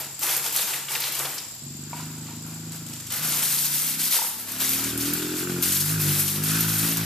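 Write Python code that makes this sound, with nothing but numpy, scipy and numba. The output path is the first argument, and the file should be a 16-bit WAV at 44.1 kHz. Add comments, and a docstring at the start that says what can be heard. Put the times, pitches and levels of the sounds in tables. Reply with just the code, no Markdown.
"""Aluminium foil crackles and snaps as hands press, unroll, tear and wrap it in an open garage.
Each buckle is an impulse that sets a tiny facet of the sheet into damped vibration; knocks ring the
modes of a cardboard box, and the bare walls reverberate. Outside, a motorbike idles, revs and pulls
away through its gears, its firing harmonics shaped by the resonances of the exhaust pipe.
Crickets trill by stridulation over the hush of the summer air."""
import sys
import numpy as np
from scipy import signal
from scipy.fft import rfft, irfft
from scipy.io import wavfile
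from scipy.ndimage import uniform_filter1d
from numba import njit

SR = 44100
rng = np.random.default_rng(int(sys.argv[2]) if len(sys.argv) > 2 else 0)


def unload_audio(sound):
    """Save the sound as a 16-bit wav file, at the path given as the first command line argument."""
    columns = np.transpose(np.atleast_2d(sound))
    # keep every value between -1 and 1, then stretch to whole-number steps
    steps = np.round(np.clip(columns, -1, 1) * 32767)
    wavfile.write(sys.argv[1], SR, steps.astype(np.int16))


N = 310894
TOP_HZ = 14170  # upper band limit
# Spectral envelope of the foil: f/Hz, level/dB
FOIL_SPECTRUM = [(300, -21.5), (600, -25), (1100, -19), (1800, -15), (4000, -7.5), (9000, -6.5),
                 (12000, -6), (14200, 1)]


def foil_rustle():
    """Superposition: a dense rain of independent buckles merges into a rustle, in quick flurries."""
    draws = rng.random((N // 3, 6)).T
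    t = draws[5] * (N - 1) / SR
    hz = 300 + (TOP_HZ - 300) * draws[4] ** 1.3
    folds, middle, treble = curves(handling(), t)
    flurry_db = 0.96 * flurries(per_s=50, fade_s=0.006)[(t * SR).astype(int)]
    register = np.interp(np.log(hz), np.log([800, 4000, 11000]), [0, 1, 2])  # folds, middle, treble
    lower_db = folds * (1 - register) + middle * register
    upper_db = middle * (2 - register) + treble * (register - 1)
    db = np.where(register < 1, lower_db, upper_db) + flurry_db
    return buckles(t, hz, db, draws, cycles=30.1)


def foil_snaps(count=70):
    """Snap-through: a crease gives way in a thinning burst of buckles around one pitch."""
    # Foil snaps; at 2.72-3.10 s faint ticks, pitched in the crickets' band near 7.5 kHz:
    # t/s, level/dB, f/Hz
    snaps_and_ticks = [(0.0444, -24, 7350), (0.192, -20, 12000), (0.211, -27, 13040), (0.2292, -12, 11100),
                       (0.3646, -4, 14100), (0.4494, -22, 11300), (0.524, -11, 13600), (0.562, -7.5, 11000),
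                       (0.584, -11, 3970), (0.592, -14, 784), (0.616, -12, 9000), (0.681, -29, 9000),
                       (0.7344, -10, 2440), (0.8835, -14.5, 2880), (0.919, -18, 9050), (0.951, -7.5, 2300),
                       (1.002, -10, 13800), (1.02, -15, 4400), (1.036, -12, 3800), (1.052, -15, 3200),
                       (1.122, -16, 12000), (1.19, -11.5, 9000), (1.1975, -12.5, 1300), (1.245, -15, 755),
                       (1.2514, -11, 3760), (1.381, -13.5, 5300), (2.72, -21.5, 7530), (2.76, -26, 7500),
                       (2.864, -23, 7530), (2.887, -25, 7400), (2.9324, -20.5, 7500), (2.9597, -24, 7400),
                       (3, -21, 7180), (3.0677, -21.5, 7620), (3.1036, -18, 7600), (3.121, -15, 11900),
                       (3.1596, -14, 13000), (4.0118, -26, 12100), (4.1218, -19, 12300), (4.126, -10, 4000),
                       (4.1544, -15, 5000), (4.4836, -17, 13700), (4.518, -17, 11200), (4.601, -11, 13600),
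                       (4.64, -16, 6000), (4.692, -12, 12000), (4.8398, -11.5, 7700),
                       (4.9756, -13.5, 10600), (5.007, -16, 13000), (5.1339, -6, 13300), (5.625, -5, 13700),
                       (6.1984, -9, 13900), (6.4358, -9, 13750), (6.6069, -6.5, 13100),
                       (6.7384, -12, 13200), (6.97, -11, 11900)]
    t, snap_db, centre_hz = np.repeat(np.array(snaps_and_ticks), count, axis=0).T
    draws = rng.random((len(t), 6)).T
    delay_s = -np.log(1 - draws[5]) * .005
    hz = np.clip(centre_hz * 2 ** (1.45 * (2 * draws[4] - 1) ** 3), 400, TOP_HZ)
    db = snap_db - 11 - envelope_db(FOIL_SPECTRUM, centre_hz) - 3.1 * np.log2(hz / centre_hz)
    return buckles(np.minimum(t + delay_s, N / SR), hz, db, draws, cycles=10.5)


def buckles(t, hz, db, draws, cycles):
    """Impulse excitation: facets pop in or out and ring freely, a few much louder than the rest."""
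    # Stereo balance set by where the hands are: f/Hz, left minus right/dB
    balance = [(300, 2.5), (1300, 0), (4400, 1), (8100, 1.5), (14200, 2.5)]
    # Path of the sheet: t/s, lead of the left channel/microseconds
    sheet_path = [(0, 1.1), (1.4, 5.6), (3.1, 17.4), (4.3, 16), (5.0, 15), (5.7, 8.9), (7.05, 8.7)]
    t60 = cycles * (.5 + draws[0]) / hz
    scatter_db = -2 * np.log(1.01 - draws[1])
    polarity = np.sign(draws[2] - .5)
    size = undb(db + envelope_db(FOIL_SPECTRUM, hz) + scatter_db) * (hz / 8000) ** 0.7 * polarity
    pan = undb(envelope_db(balance, hz) / 2)
    # pops come from all over the sheet: left and right phases part as the wavelength shrinks
    spread = (draws[3] - .5) * np.clip(hz / 2000, 0, 2.8)
    lag = 2 * np.pi * hz * curves(sheet_path, t)[0] / 10 ** 6
    return damped_modes((t * SR).astype(np.int64), hz, t60, size * pan, size / pan, spread - lag)


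def handling():
    """Incoherent gestures add in power. Returns rows of t/s, folds/dB, middle/dB, treble/dB."""
    # Grips, pulls and folds: t/s, length/s, treble/dB, middle facets and large folds/dB re treble
    gestures = [(-0.03, 0.034, -27.5, -1, 17.5), (0.2, 0.15, -23, 0.5, 16), (0.421, 0.046, -26, 2, 16),
                (0.518, 0.11, -25, 1, 13), (0.648, 0.11, -28, 1.5, 17), (0.879, 0.08, -27, 2, 18),
                (0.988, 0.097, -30, 5, 17.5), (1.11, 0.077, -29.5, 3.5, 15), (1.17, 0.08, -29.5, -6, 23.5),
                (1.26, 0.092, -34, 0.5, 11), (1.88, 1.14, -51.5, 0, 25.5), (1.922, .1, -42.5, 6, 21),
                (2.245, 0.027, -48.5, 12, 21), (2.446, .08, -43, -4, 22), (2.702, 0.053, -41, 2, 20),
                (2.87, 0.26, -45, 4, 6), (3.091, .1, -29, 2, 17), (3.207, 0.2, -22.5, -1.5, 10.5),
                (3.406, 0.26, -22.5, -1, 3), (3.694, 0.17, -22.5, -3, 4.5), (3.856, 0.059, -24.5, 0, 0),
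                (3.973, 0.097, -21, -1, 2.5), (4.096, 0.062, -17, -1, 6.5), (4.2, 0.076, -25.5, -4.5, 8.5),
                (4.366, .04, -29, -5, 11), (4.452, 0.14, -32.5, 0.5, 17), (4.578, 0.16, -23.5, 0.5, 8),
                (4.724, 0.17, -28.5, 2.5, 14.5), (4.976, 0.12, -28, 3.5, 11),
                (5.133, 0.058, -31.5, 5.5, 10), (5.194, 0.15, -35.5, 5, 13),
                (5.346, 0.066, -27.5, -0.5, 12), (5.468, 0.22, -36, 4, 18), (5.606, .16, -22, -1, -2),
                (5.774, 0.041, -22, -4, -4), (5.835, 0.09, -25, -0.5, 8), (5.978, 0.087, -23.5, 0, 7),
                (6.066, 0.12, -23, -0.5, 9.5), (6.17, 0.033, -17.5, -9, -1), (6.234, 0.082, -24.5, -2, 2),
                (6.327, 0.036, -25.5, 0, 11), (6.415, 0.22, -24.5, 1, 10), (6.659, 0.15, -24, -0.5, 7),
                (6.802, 0.12, -23.5, 0, 12.5), (6.948, 0.071, -33.5, 8, 17)]
    attack_s, release_db_per_s = .03, [127, 160, 277]  # large folds settle slowly, small facets fast
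    rest_db = [-27, -73, -49]  # the sheet never lies quite still
    t = np.arange(0, N / SR + .002, .002)
    power = np.outer(undb(rest_db) ** 2, np.ones(len(t)))
    for start, length, db, middle_db, folds_db in gestures:
        rise = np.clip((t - start) / attack_s, 0, 1) ** 2
        fall_db = np.outer(release_db_per_s, np.maximum(t - start - length, 0))
        power = power + rise * undb(db + np.array([[folds_db], [middle_db], [0]]) - fall_db) ** 2
    return np.column_stack([t, *(10 * np.log10(power))])


def flurries(per_s, fade_s):
    """Shot noise: random kicks that die away, on a log scale with unit spread."""
    kicks = (rng.random(N) < per_s / SR) * rng.exponential(size=N)
    activity = np.log(1.1 + signal.lfilter([1], [1, -np.exp(-1 / (fade_s * SR))], kicks))
    return (activity - activity.mean()) / activity.std()


def box_knocks(contacts=8):
    """Modal vibration: each knock is a few quick contacts that ring the cardboard, never quite alike."""
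    # Knocks on the box: t/s, level/dB, time spread/s
    knocks = [(1.931, -32.5, 0.02), (1.996, -42, 0.027), (2.283, -43, 0.041), (4.188, -36, 0.024),
              (4.218, -38, 0.032), (4.245, -39.5, 0.02)]
    # Modes of the box: f/Hz, level/dB, T60/s before clipping
    modes = [(775, -6, 0.1), (930, 7.5, 0.058), (1350, 1, 0.044), (1880, -6, .02), (2440, 2.5, 0.014)]
    rows = [(t, spread, hz, knock_db + mode_db, t60)
            for t, knock_db, spread in knocks for hz, mode_db, t60 in modes]
    t, spread, hz, db, t60 = np.repeat(rows, contacts, axis=0).T
    force, detune, lateness = rng.standard_normal((len(t), 3)).T
    size = undb(db - 8.5 + 0.89 * force - 1.7 * lateness ** 2)  # later contacts are weaker
    start = ((t + spread * lateness ** 4 / 3) * SR).astype(np.int64)
    return damped_modes(start, hz * (1 + 0.058 * detune), np.clip(t60, .01, .05), size, size, 0 * size)


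def motorbike():
    """Source and filter: the exhaust pipe shapes the firing harmonics; gas rasps after each firing."""
    # Firing rate: t/s, f/Hz
    revs = [(0, 15.65), (1.14, 15.5), (1.35, 16.4), (1.49, 17.0), (1.63, 23.5), (1.75, 23.5), (1.9, 25.75),
            (2.49, 26.6), (2.71, 26.8), (3.0, 26.2), (3.15, 24.5), (3.33, 29.3), (3.47, 27.1), (3.57, 28.3),
            (3.75, 29.4), (3.96, 31.8), (4.08, 31.7), (4.42, 34.7), (4.57, 36.9), (4.79, 38.8),
            (5.01, 40.0), (5.16, 42.5), (5.26, 42.8), (5.45, 45.0), (5.6, 44.2), (5.65, 44.8), (5.93, 53.2),
            (6.04, 48.9), (6.32, 49.7), (6.58, 54.2), (6.73, 53.3), (6.87, 55.1), (7.05, 54.6)]
    # Pipe tones, shifting as the bike moves between walls: t/s, boom f/Hz, boom width/Hz, bark f/Hz
    pipe_tones = [(0, 142, 11, 303), (1.35, 143.6, 7.8, 297), (1.7, 144, 22, 246), (2.0, 154.6, 13, 248),
                  (2.9, 161.2, 9.4, 241), (3.3, 149.6, 27, 254), (3.8, 150, 20, 244), (4.5, 161, 40, 254),
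                  (5.0, 167, 86, 279), (5.45, 154, 69, 304), (5.6, 156, 45, 277), (6.1, 155, 30, 285.4),
                  (6.6, 165, 69, 272), (7.05, 164, 57, 274)]
    # Exhaust levels: t/s, boom/dB, then thud, bark and rasp/dB re boom
    exhaust_levels = [(0, -52.5, -5, -6, -10), (1.2, -47.5, -15, -20, -15), (1.29, -46, -14, -11, -7),
                      (1.36, -51, -3, -9, -18), (1.58, -53, -2, -8, -25), (1.64, -42.5, -4, -4, -22),
                      (1.69, -38.5, -6, -6.5, -29), (1.8, -38, -7, -6, -21), (1.96, -40, -3.5, -3, -8),
                      (2.33, -44, 2, 0, -22), (2.5, -40, -2, -3.5, -15), (2.9, -41, -3, -3, -23),
                      (3.12, -52.5, 7, -1, -5), (3.26, -39, -7, -5.5, -6), (3.6, -39.5, -16, -10, -9),
                      (3.9, -47, -5, 1, -7), (4.0, -40.5, -9, -0.5, -6), (4.16, -59.5, -3, 4, -16),
                      (4.4, -54, 6, 4, -16), (4.6, -45, -0.5, 3.5, -3), (5.03, -44, 12, 14.5, 1.5),
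                      (5.14, -39, 1, 8.5, -1.5), (5.36, -41, -8, 12, -1), (5.48, -36.5, -18, 8.5, -2.5),
                      (5.57, -31, -17, 1, -13), (5.64, -36, 0, 1, -7), (5.86, -32, -3.5, -6, -12.5),
                      (5.96, -31.5, 4, -2, -5.5), (6.09, -22.5, -8, -8.5, -19.5), (6.24, -33, 0, -4, -12),
                      (6.36, -31.5, -12, -2.5, -19), (6.5, -27.5, -7, -7.5, -8), (6.58, -29.5, -2, -3, -4),
                      (6.68, -32, 1, -5, -8), (6.81, -32, 2, -3.5, -6.5), (6.89, -31.5, -8, 0, -13),
                      (7.05, -31, 1, -6, -9)]
    step = 32  # samples per control value
    t = np.arange(0, N, step) / SR
    firing_hz, = curves(revs, t)
    boom_hz, boom_width, bark_hz = curves(pipe_tones, t)
    boom_db, thud_db, bark_db, rasp_db = curves(exhaust_levels, t)
    hold = lambda control: np.repeat(control, step)[:N]
    mode = lambda hz, centre_hz, width_hz: 1 / (1 + 2j * (hz - centre_hz) / width_hz) ** 2
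    firings = np.cumsum(hold(firing_hz) * (1 + 0.0015 * wander(25))) / SR
    harmonics = 0
    for k in range(1, 31):
        hz = k * firing_hz
        boom = 1.54 * mode(hz, boom_hz, boom_width)
        thud = mode(hz, 112.8, 44.4)
        bark = mode(hz, bark_hz, 34.3) + undb(-6.5) * mode(hz, 1.141 * bark_hz, 177) ** 2
        pipe = (boom + undb(thud_db) * thud + undb(bark_db) * bark) * undb(boom_db)
        waver = undb(1.1 * wander(7))  # air paths make each partial waver
        harmonics = harmonics + np.real(hold(pipe) * waver * np.exp(2j * np.pi * k * firings))
    gas = rng.standard_normal(N) + 0.96 * rng.standard_normal((2, N))  # scattered: channels partly differ
    puffs = np.exp(-(firings % 1) / 0.64) * gas
    low_rasp = resonator(resonator(puffs, 1444, 470), 1456, 470)
    high_rasp = resonator(resonator(puffs, 2500, 500), 2500, 500)
    rasp = hold(undb(boom_db + rasp_db)) * at_rms(low_rasp + undb(-6.5) * high_rasp, 0)
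    turbulence = resonator(resonator(rng.standard_normal(N), 250, 215), 250, 215)
    chuff = hold(undb(boom_db + bark_db)) * at_rms(turbulence, -12)  # blurs the gaps between partials
    return (harmonics + rasp + chuff) * undb(0.83 * wander(35))  # no two firings are equally strong


def yard(sound):
    """Path difference: sound from the right reaches the left channel late; a house front echoes it."""
    # Reflection from the house front: delay/s, level/dB, extra delay on the right/s
    echoes = [(.031, -15.5, 0.00042)]
    delayed = lambda channel, lag_s: np.pad(sound[channel], (round(lag_s * SR), 0))[:N]
    direct = np.array([delayed(0, 3 / SR), sound[1]])
    return direct + sum(undb(db) * np.array([delayed(0, lag), delayed(1, lag + skew)])
                        for lag, db, skew in echoes)


def crickets():
    """Stridulation: each chirp is three wing strokes into one resonance."""
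    # Singers: f/Hz, chirp rate/Hz, T60/s, level/dB before ducking, left minus right/dB
    singers = [(7730, 51, 0.041, -52.5, -16), (7313, 70, 0.027, -49.5, 3), (7180, 120, 0.011, -52.5, 15),
               (4810, 65, 0.042, -60, 15), (12200, 17, .004, -59, 25)]
    # Cricket level, ducking under the loud foil as with a recorder's gain control: t/s, level/dB
    ducking = [(0, 7), (1.5, 5.5), (3.1, 3), (4.2, -8), (4.6, -1), (5.3, 8.5), (7.05, -3)]
    trills = 0
    for hz, rate, t60, db, pan_db in singers:
        chirps = int(rate * N / SR)
        jitter, chirp_db, detune = rng.standard_normal((chirps, 3)).T
        chirp_t = (np.arange(chirps) + 0.12 * jitter) / rate + 0.0089
        t = np.repeat(chirp_t, 3) + np.tile([0, .002, .004], chirps)
        size = np.repeat(undb(chirp_db), 3)
        wing_hz = np.repeat(hz * (1 + 0.0091 * detune), 3)
        left, right = size * undb(pan_db / 2), size * undb(-pan_db / 2)
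        phase = 2 * rng.standard_normal(len(t))
        trill = damped_modes((t * SR).astype(np.int64), wing_hz, np.full(len(t), t60), left, right, phase)
        trills = trills + at_rms(trill, db)
    return trills * undb(curves(ducking, np.arange(N) / SR)[0])


def garage(sound, t60_s=0.87, tail_db=-3.5):
    """Reverberation: bare walls add an exponential tail whose channels differ in the treble."""
    t = np.arange(int(.5 * SR)) / SR
    mid, side = rng.standard_normal((2, len(t))) * undb(-60 * t / t60_s) * (t > .003)
    side = highpass(side, 5000)
    tail = np.array([mid + side, mid - side])
    tail /= np.sqrt(np.sum(tail[0] ** 2))
    return sound + undb(tail_db) * signal.fftconvolve(sound, tail, axes=1)[:, :N]


def summer_air():
    """Partial coherence: outdoor hush and microphone hiss, alike left and right in the bass only."""
    # Background spectrum: f/Hz, level/dB
    spectrum = [(40, 11), (100, 5), (200, 11), (500, -13), (1000, -6), (2200, -2), (5000, 3.5),
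                (8500, -1.5), (10500, -65), (14000, 0)]
    hz = np.maximum(np.arange(N // 2 + 1) * SR / N, 20)
    mid, side = rfft(rng.standard_normal((2, N))) * undb(envelope_db(spectrum, hz))
    side = side * np.clip(hz / 4000, .03, .9)
    return at_rms(irfft(np.array([mid + side, mid - side]), N), db=-43.5)


@njit
def damped_modes(start, hz, t60, left, right, right_phase):
    """Free vibration: a sum of decaying sines, each with its own phase in the right channel."""
    out = np.zeros((2, N))
    for m in range(len(start)):
        pole = np.exp(2j * np.pi * hz[m] / SR - np.log(1000.) / (t60[m] * SR))
        right_gain = right[m] * np.exp(1j * right_phase[m])
        swell, phasor = 0., 1. + 0j
        for i in range(start[m], min(start[m] + int(t60[m] * SR), N)):
            swell += (1 - swell) * 2 * hz[m] / SR  # builds up over about half a cycle
            out[0, i] += swell * left[m] * phasor.imag
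            out[1, i] += swell * (right_gain * phasor).imag
            phasor *= pole
    return out


def resonator(x, hz, width_hz):
    """Second-order resonance with unit gain at its centre."""
    return signal.lfilter(*signal.iirpeak(hz, hz / width_hz, SR), x)


def highpass(x, hz):
    """Second-order roll-off below hz."""
    return signal.sosfilt(signal.butter(2, hz, "high", fs=SR, output="sos"), x)


def wander(rate_hz):
    """Random modulation: straight ramps between random values, spread near 1."""
    span = int(SR / rate_hz)
    return 1.56 * uniform_filter1d(np.repeat(rng.standard_normal(N // span + 1), span), span)[:N]


def undb(db):
    """Decibels to amplitude ratio."""
    return 10 ** (np.asarray(db) / 20)


def at_rms(x, db):
    """x scaled to an RMS level."""
    return x * undb(db) / np.sqrt(np.mean(x ** 2))


def curves(table, t):
    """Columns of a table interpolated at times t."""
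    times, *columns = np.transpose(table)
    return [np.interp(t, times, column) for column in columns]


def envelope_db(points, hz):
    """A spectral envelope interpolated on a logarithmic frequency axis."""
    f, db = np.transpose(points)
    return np.interp(np.log(hz), np.log(f), db)


def scene():
    """Superposition of the foil and box in the garage and the sounds outside."""
    foil = highpass(foil_rustle() + foil_snaps(), 380)  # the foil's crackle stays clear of the bass
    return garage(foil + box_knocks()) + yard(motorbike()) + crickets() + summer_air()


def record(dry):
    """Band limiting: a small camera drops the deepest rumble and cuts the top steeply."""
    top_cut = signal.ellip(14, .3, 100, TOP_HZ, fs=SR, output="sos")
    return signal.sosfilt(top_cut, highpass(dry, 78))


dry = scene()
out = record(dry)
unload_audio(out)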